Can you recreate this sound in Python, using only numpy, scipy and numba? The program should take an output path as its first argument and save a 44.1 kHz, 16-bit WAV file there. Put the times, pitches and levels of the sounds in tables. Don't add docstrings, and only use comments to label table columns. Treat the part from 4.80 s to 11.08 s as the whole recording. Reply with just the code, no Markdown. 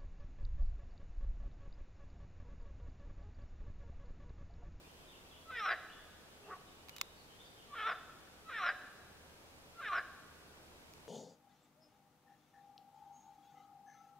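import sys
import numpy as np
from scipy import signal
from scipy.fft import rfft, irfft
from scipy.io import wavfile
from scipy.ndimage import uniform_filter1d
from numba import njit

SR = 44100
rng = np.random.default_rng(int(sys.argv[2]) if len(sys.argv) > 2 else 0)


def bounce(signal):
    frames = np.transpose(np.atleast_2d(signal))
    limited = np.clip(frames, -1, 1)
    pcm = np.round(limited * 32767).astype(np.int16)
    wavfile.write(sys.argv[1], SR, pcm)


N = 276948
T = np.arange(N) / SR

# (frequency [Hz], relative density [dB])
HUSH_SPECTRUM = [(12, -30), (20, 0.5), (47, -12), (76, -1), (103, -6), (298, -6.5), (427, -6.5),
                 (505, -6.5), (958, -11.5), (1630, -17), (2030, -19), (2540, -18), (2760, -19.5),
                 (11700, -28), (15500, -32)]
# (frequency [Hz], side minus mid [dB])
HUSH_SIDE = [(60, -11), (200, -6.5), (700, -6), (1290, 1), (2380, 3.5), (4400, 4), (8120, 0), (15000, 1.5)]
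# (frequency [Hz], rms level [dB])
HUM_PARTIALS = [(76.4, -75.5), (152.6, -81)]
# (time [s], length [s], start pitch [Hz], end pitch [Hz], relative level [dB])
BIRD_NOTES = [(0.01, 0.12, 2160, 3370, -73), (0.265, 0.05, 3950, 3290, -68), (0.31, 0.055, 3280, 2530, -67),
              (0.487, 0.086, 3850, 2460, -67.5), (1.072, 0.08, 2350, 3740, -64),
              (1.642, 0.012, 2770, 2650, -64), (1.864, 0.025, 3650, 4000, -70.5),
              (2.108, 0.055, 2880, 2860, -66), (2.175, 0.036, 3890, 3680, -62.5),
              (2.35, 0.086, 4600, 4130, -71.5), (2.48, 0.067, 3220, 3110, -70),
              (2.585, 0.044, 3340, 4010, -63.5), (2.632, 0.063, 4900, 4480, -71.5),
              (2.77, 0.052, 2980, 3070, -67)]
# (time [s], level over first 2 ms, mean of both ports [dB], t60 [s])
SHELL_CLICKS = [(2.0854, -50, 0.012), (2.0938, -44.5, 0.024), (2.1643, -46.5, 0.021), (2.169, -53, 0.0084),
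                (2.1832, -46, 0.014), (2.2132, -27.5, 0.014), (6.137, -53.5, 0.0075)]
# (frequency [Hz], width [Hz], gain [dB])
SHELL_MODES = [(1340, 480, 1), (2410, 560, 6), (3440, 730, 3), (4520, 1400, -4), (6020, 630, -19),
               (7000, 240, -7), (10300, 2300, -14.5), (13630, 2400, -1.5)]
# (frequency [Hz], gain [dB])
BANK_RESPONSE = [(200, -4), (700, -0.5), (1100, -2.5), (1350, -3.5), (1680, -0.5), (2150, -6), (3000, 0),
                 (4000, 0), (4800, -3), (9000, -9)]
# (frequency [Hz], gain [dB])
SAC_RESPONSE = [(250, -17), (370, -17.5), (470, -5), (570, 0.5), (720, 4), (930, -10.5), (1110, 1.5),
                (1340, 0), (1540, -3.5), (1780, -1), (2050, -4), (2400, -3), (2850, -7), (4100, -13.5),
                (4500, -26), (5300, -14), (6600, -22)]
# (time [s], pulse rate [Hz], level [dB], throat resonance [Hz], roughness [clipped to 0-1])
GRUNT_TRACK = [(1.6, 417, -68, 413, 0), (1.67, 402, -60, 665, 0.37), (1.7, 395.7, -50, 940, 0.54),
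               (1.714, 414.6, -47, 1260, 0.42), (1.738, 370, -44.5, 1210, 0.31),
               (1.753, 334, -55, 1090, 0.7), (1.775, 250, -57, 700, 1.1)]
# (position [share of length], throat [Hz],
# upper resonance [Hz], treble [dB], whistle [Hz], relative whistle gain [dB])
SAC_FILLING = [(0, 1300, 3980, 3.5, 5500, -16), (.3, 1830, 3530, 2.5, 5100, 2),
               (.41, 1550, 3740, 2.5, 5400, 4), (.53, 1210, 4050, 3.5, 5800, 4),
               (.68, 1370, 4080, 0.5, 5640, 2), (.82, 1525, 3980, -0.5, 5180, 1),
               (.92, 1663, 4000, -4, 4800, 5.5), (1.1, 1700, 4000, -16, 4830, -2)]
# (break time [s], length [s], tone [Hz], pulse rate at break [Hz], after drop [Hz], sagged [Hz],
# full rattle level [dB], rattle end level [dB], throat tuning [ratio], throat swing [exponent],
# treble offset [dB], upper tuning [ratio], whistle tuning [ratio],
# whistle offset before rattle [dB], within rattle [dB])
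CROAK_CALLS = [(0.705, 0.236, 657.3, 529.5, 472, 344.8, -35.5, -32.5, 0.96, 1.32, -0.5, 0.98, .975, 4, 0.5),
               (2.94, 0.197, 570.3, 491, 431.6, 425, -34, -38.5, 1.055, 0.27, -.5, 0.88, 1, -16, -3),
               (3.697, 0.216, 649.7, 529.6, 446.2, 304.2, -35.5, -32.5, 1, 0.93, 1, 0.976, 1.0, -3.5, 1),
               (5.002, 0.2, 682.3, 588.7, 452.4, 300.3, -35, -35, 0.918, 1.26, -0.5, 1.01, 1.02, -9, -3.5)]

LEAD_S, ONSET_S, BREAK_S, RELEASE_S = 0.06, 0.016, 0.01197, 0.043
LEAD_DB, ONSET_DB, TONE_DB, BREAK_DB, VOICED_DB, SWELLED_DB = -75, -54.5, -44.5, -48.5, -41, -39.5
STAGE_SHARES = np.array([0.3, 0.55, 0.66, 0.83, 0.94])
TONE_ROUGH, BREAK_ROUGH, VOICED_ROUGH, RATTLE_ROUGH, SAGGED_ROUGH = 0.038, 0.44, 0.11, 0.374, 0.727
THROB_HZ, THROB_DB = 38, 1.5
PUSH_HZ, PUSH_ROUGH = 425.2, 0.48
SLACK_HZ, SLACK_ROUGH, RELEASE_DROP_DB = 230.3, 0.83, 24.5


def undb(db):
    return 10 ** (np.asarray(db) / 20)


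def level(x, db):
    return x * undb(db) / np.sqrt(np.mean(x ** 2) + 1e-24)


def add(out, x, time_s):
    i = max(int(time_s * SR), 0)
    out[..., i:i + x.shape[-1]] += x[..., :N - i]


def stereo(mid, side):
    return np.array([mid + side, mid - side])


def colour(x, points, size=8192):
    hz, db = np.transpose(points)
    bins_hz = np.fft.rfftfreq(size, 1 / SR)
    log_gain = np.log(undb(np.interp(np.log(bins_hz + 1), np.log(hz), db)))
    causal_fold = 1 + np.sign(np.fft.fftfreq(size))
    response = irfft(np.exp(rfft(irfft(log_gain) * causal_fold)))
    return signal.fftconvolve(x, response)[:len(x)]


def walk(rate_hz, count):
    hold = max(int(SR / rate_hz), 1)
    steps = np.repeat(rng.standard_normal(count // hold + 1), hold)
    return 1.3 * uniform_filter1d(uniform_filter1d(steps, hold), hold)[:count]


@njit
def svf(x, hz, width_hz):
    y, band, low = np.empty(len(x)), 0., 0.
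    for i in range(len(x)):
        g, damping = np.tan(np.pi * hz[i] / SR), width_hz / hz[i]
        v = (band + g * (x[i] - low)) / (1 + g * (g + damping))
        band, low, y[i] = 2 * v - band, low + 2 * g * v, damping * v
    return y


def ring(x, hz, width_hz):
    return svf(x + 1e-18, hz * np.ones(len(x)), float(width_hz))


def hush(mid_db=-61.5):
    mid, side = (level(colour(rng.standard_normal(N), HUSH_SPECTRUM), mid_db) for _ in range(2))
    return stereo(mid, colour(side, HUSH_SIDE))


def hum():
    out = np.zeros(N)
    for hz, db in HUM_PARTIALS:
        waver_hz, waver_db = 2 * walk(8.2, N), 2 * walk(6.7, N)
        out += undb(db + waver_db) * np.sqrt(2) * np.sin(2 * np.pi * np.cumsum(hz + waver_hz) / SR)
    return out


def mic_rumble(db=-72, until_s=1.35, fade_s=0.15):
    spectrum = [(10, -19), (26, -7), (40, -5), (52, -10), (90, -13), (300, -40)]
    rumble = level(colour(rng.standard_normal(N), spectrum), db)
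    return rumble * np.clip(1 - (T - until_s) / fade_s, 0, 1)


def birds(notes, warble_depth=0.0325, warble_hz=191):
    out = np.zeros(N)
    for time_s, length_s, start_hz, end_hz, db in notes:
        count = int(length_s * SR)
        hz = np.linspace(start_hz, end_hz, count) * (1 + warble_depth * walk(warble_hz, count))
        whistle = np.sin(2 * np.pi * np.cumsum(hz) / SR)
        add(out, undb(db) * whistle * np.sqrt(np.hanning(count)), time_s)
    return out


def deep_wood_birds(count=70, until_s=3, low_hz=2300, high_hz=4000):
    lowest, highest = [0, 0.02, low_hz, low_hz, -80], [until_s, 0.06, high_hz, high_hz, -74]
    return birds(rng.uniform(lowest, highest, (count, 5)))


def camera_clicks(snap_s=0.00029, snap_db=3):
    out, t = np.zeros((2, N)), T[:SR // 20]
    port_db = np.array([[-1], [1]])
    for time_s, db, t60_s in SHELL_CLICKS:
        envelope = np.exp(-np.log(1000) * t / t60_s) + undb(snap_db) * np.exp(-t / snap_s)
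        forces = envelope * rng.standard_normal((2, len(t)))
        shell = np.array([sum(undb(mode_db) * ring(force, hz, width_hz)
                              for hz, width_hz, mode_db in SHELL_MODES) for force in forces])
        onset_rms = np.std(shell[:, t < 0.002], axis=1, keepdims=True)
        add(out, shell / onset_rms * undb(db + port_db), time_s)
    return out


def banks(x, t60_s, build_s, side_db, early_db, early_s=0.086):
    t = T[:2 * SR]
    decay = np.exp(-np.log(1000) * t / t60_s) + undb(early_db) * np.exp(-t / early_s)
    envelope = (1 - np.exp(-(t / build_s) ** 4)) * decay
    envelope /= np.linalg.norm(envelope)
    tails = [colour(envelope * rng.standard_normal(len(t)), BANK_RESPONSE) for _ in range(2)]
    mid, side = (signal.fftconvolve(x, tail)[:N] for tail in tails)
    return stereo(mid, colour(side, [(700, side_db - 3), (1700, side_db), (3500, side_db + 1.5)]))


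def stems(x, scatter_db=-10, decay_s=0.011):
    t = T[:SR // 20]
    response = rng.standard_normal(len(t)) * np.exp(-t / decay_s)
    return x + undb(scatter_db) * signal.fftconvolve(x, response / np.linalg.norm(response))[:len(x)]


@njit
def cord_pulses(hz, rough, stretch, size_db):
    pulses, phases, phase, cycle = np.zeros(len(hz) + 1), np.empty(len(hz)), 0., 0
    for i in range(len(hz)):
        step = hz[i] * np.exp(rough[i] * stretch[cycle]) / SR
        phase += step
        if phase >= 1:
            phase, cycle = phase - 1, cycle + 1
            size = 10 ** (rough[i] * size_db[cycle] / 20)
            pulses[i] += size * phase / step
            pulses[i + 1] += size * (1 - phase / step)
        phases[i] = phase
    return pulses[:-1], phases


def larynx(hz, rough, jitter=0.17, shimmer_db=2.0):
    count, rough = len(hz), np.clip(rough, 0, 1)
    stretch, size = rng.standard_normal((N // 100, 2)).T
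    wavering_hz = hz * (1 + 0.01805 * walk(249.06, count))
    pulses, phase = cord_pulses(wavering_hz, rough, jitter * stretch, shimmer_db * size)
    rasp = np.exp(-phase / 0.5) * rng.standard_normal(N)[:count]
    return pulses + undb(-26) * (rough + 0.96) * rasp


def throat_and_sacs(drive, throat_hz, upper_hz, treble_db, whistle_hz, whistle_db,
                    throat_db=19, throat_width_hz=165, boom_db=-10.5, boom_width_hz=110):
    soft = signal.sosfilt(signal.butter(6, 4200, fs=SR, output="sos"), drive)
    whistle = ring(ring(drive, whistle_hz, width_hz=420), whistle_hz, width_hz=420)
    sound = soft + undb(throat_db) * ring(soft, throat_hz, throat_width_hz)
    sound += undb(7) * ring(sound, upper_hz, width_hz=150)
    sound += undb(boom_db - treble_db) * ring(soft, hz=420, width_hz=boom_width_hz)
    lows = signal.sosfiltfilt(signal.butter(4, 2100, fs=SR, output="sos"), sound)
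    sound = lows + undb(treble_db) * (sound - lows)
    return colour(sound + undb(whistle_db + 7) * whistle, SAC_RESPONSE)


def follow_level(x, db, window_s=0.016, fade_s=0.0044):
    t = T[:len(x)]
    power = uniform_filter1d(x ** 2, int(window_s * SR))
    fade = np.clip(np.minimum(t, t[::-1]) / fade_s, 0, 1)
    return x / np.sqrt(np.abs(power) + 1e-12) * undb(db) * fade


def grunt():
    times_s, *columns = np.transpose(GRUNT_TRACK)
    t = np.arange(times_s[0], times_s[-1], 1 / SR)
    hz, db, throat_hz, rough = (np.interp(t, times_s, column) for column in columns)
    treble_db = np.linspace(-39, -9, len(t))
    sound = throat_and_sacs(larynx(hz, rough), throat_hz, upper_hz=3640, treble_db=treble_db,
                            whistle_hz=5000, whistle_db=-25,
                            throat_db=19.5, throat_width_hz=126, boom_db=2, boom_width_hz=47)
    return follow_level(stems(sound), db)


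def croak(length_s, tone_hz, break_hz, drop_hz, sag_hz, rattle_db, end_db,
          throat_tuning, swing, bright_db, upper_tuning, whistle_tuning, early_db, late_db):
    dropped_s, rattle_s, full_s, sagged_s, end_s = length_s * STAGE_SHARES
    slack_s = end_s + RELEASE_S / 2
    t = np.arange(-LEAD_S, end_s + RELEASE_S, 1 / SR)
    hz = np.interp(t, [0, BREAK_S / 2, dropped_s, sagged_s, end_s, slack_s],
                   [tone_hz, break_hz, drop_hz, sag_hz, PUSH_HZ, SLACK_HZ])
    rough = np.interp(t, [0, BREAK_S, 2 * BREAK_S, rattle_s, full_s, sagged_s, end_s, slack_s],
                      [TONE_ROUGH, BREAK_ROUGH, VOICED_ROUGH, VOICED_ROUGH,
                       RATTLE_ROUGH, SAGGED_ROUGH, PUSH_ROUGH, SLACK_ROUGH])
    db = np.interp(t, [-LEAD_S, -ONSET_S, 0, BREAK_S, dropped_s, rattle_s, full_s, end_s],
                   [LEAD_DB, ONSET_DB, TONE_DB, BREAK_DB, VOICED_DB, SWELLED_DB, rattle_db, end_db])
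    db += np.interp(t, [rattle_s, full_s], [0, THROB_DB]) * np.cos(2 * np.pi * THROB_HZ * (t - full_s))
    db -= RELEASE_DROP_DB * np.maximum(t - end_s, 0) / RELEASE_S

    share, *columns = np.transpose(SAC_FILLING)
    throat_hz, upper_hz, treble_db, whistle_hz, whistle_db = (
        np.interp(t / length_s, share, column) for column in columns)
    throat_hz = throat_tuning * throat_hz[0] * (throat_hz / throat_hz[0]) ** swing
    throat_hz += (2 * tone_hz - throat_hz) * np.interp(t, [0, BREAK_S], [1, 0])
    whistle_db += np.interp(t, [rattle_s, sagged_s], [early_db, late_db])
    sound = throat_and_sacs(larynx(hz, rough), throat_hz, upper_tuning * upper_hz,
                            treble_db + bright_db, whistle_tuning * whistle_hz, whistle_db)
    return follow_level(stems(sound), db)


def frog():
    out = np.zeros(N)
    for break_time_s, *settings in CROAK_CALLS:
        add(out, croak(*settings), break_time_s - LEAD_S)
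    add(out, grunt(), GRUNT_TRACK[0][0])
    return out


def scene():
    calls, song = frog(), birds(BIRD_NOTES)
    side = colour(calls, [(700, -36), (1350, -25), (2000, -28.5), (3300, -9.5), (5000, -9.5)])
    echo = undb(-11) * banks(calls, t60_s=1.9, build_s=0.042, side_db=-11.5, early_db=8)
    wood = undb(7) * banks(song + deep_wood_birds(), t60_s=1, build_s=0.004, side_db=-4, early_db=2)
    clicks = camera_clicks()
    background = hush() + hum() + mic_rumble()
    return background + wood + undb(3) * song + clicks + echo + stereo(calls, side)


def record(dry, cutoff_hz=15600):
    return signal.sosfilt(signal.ellip(8, 0.2, 70, cutoff_hz, fs=SR, output="sos"), dry)


dry = scene()
out = record(dry)
bounce(out)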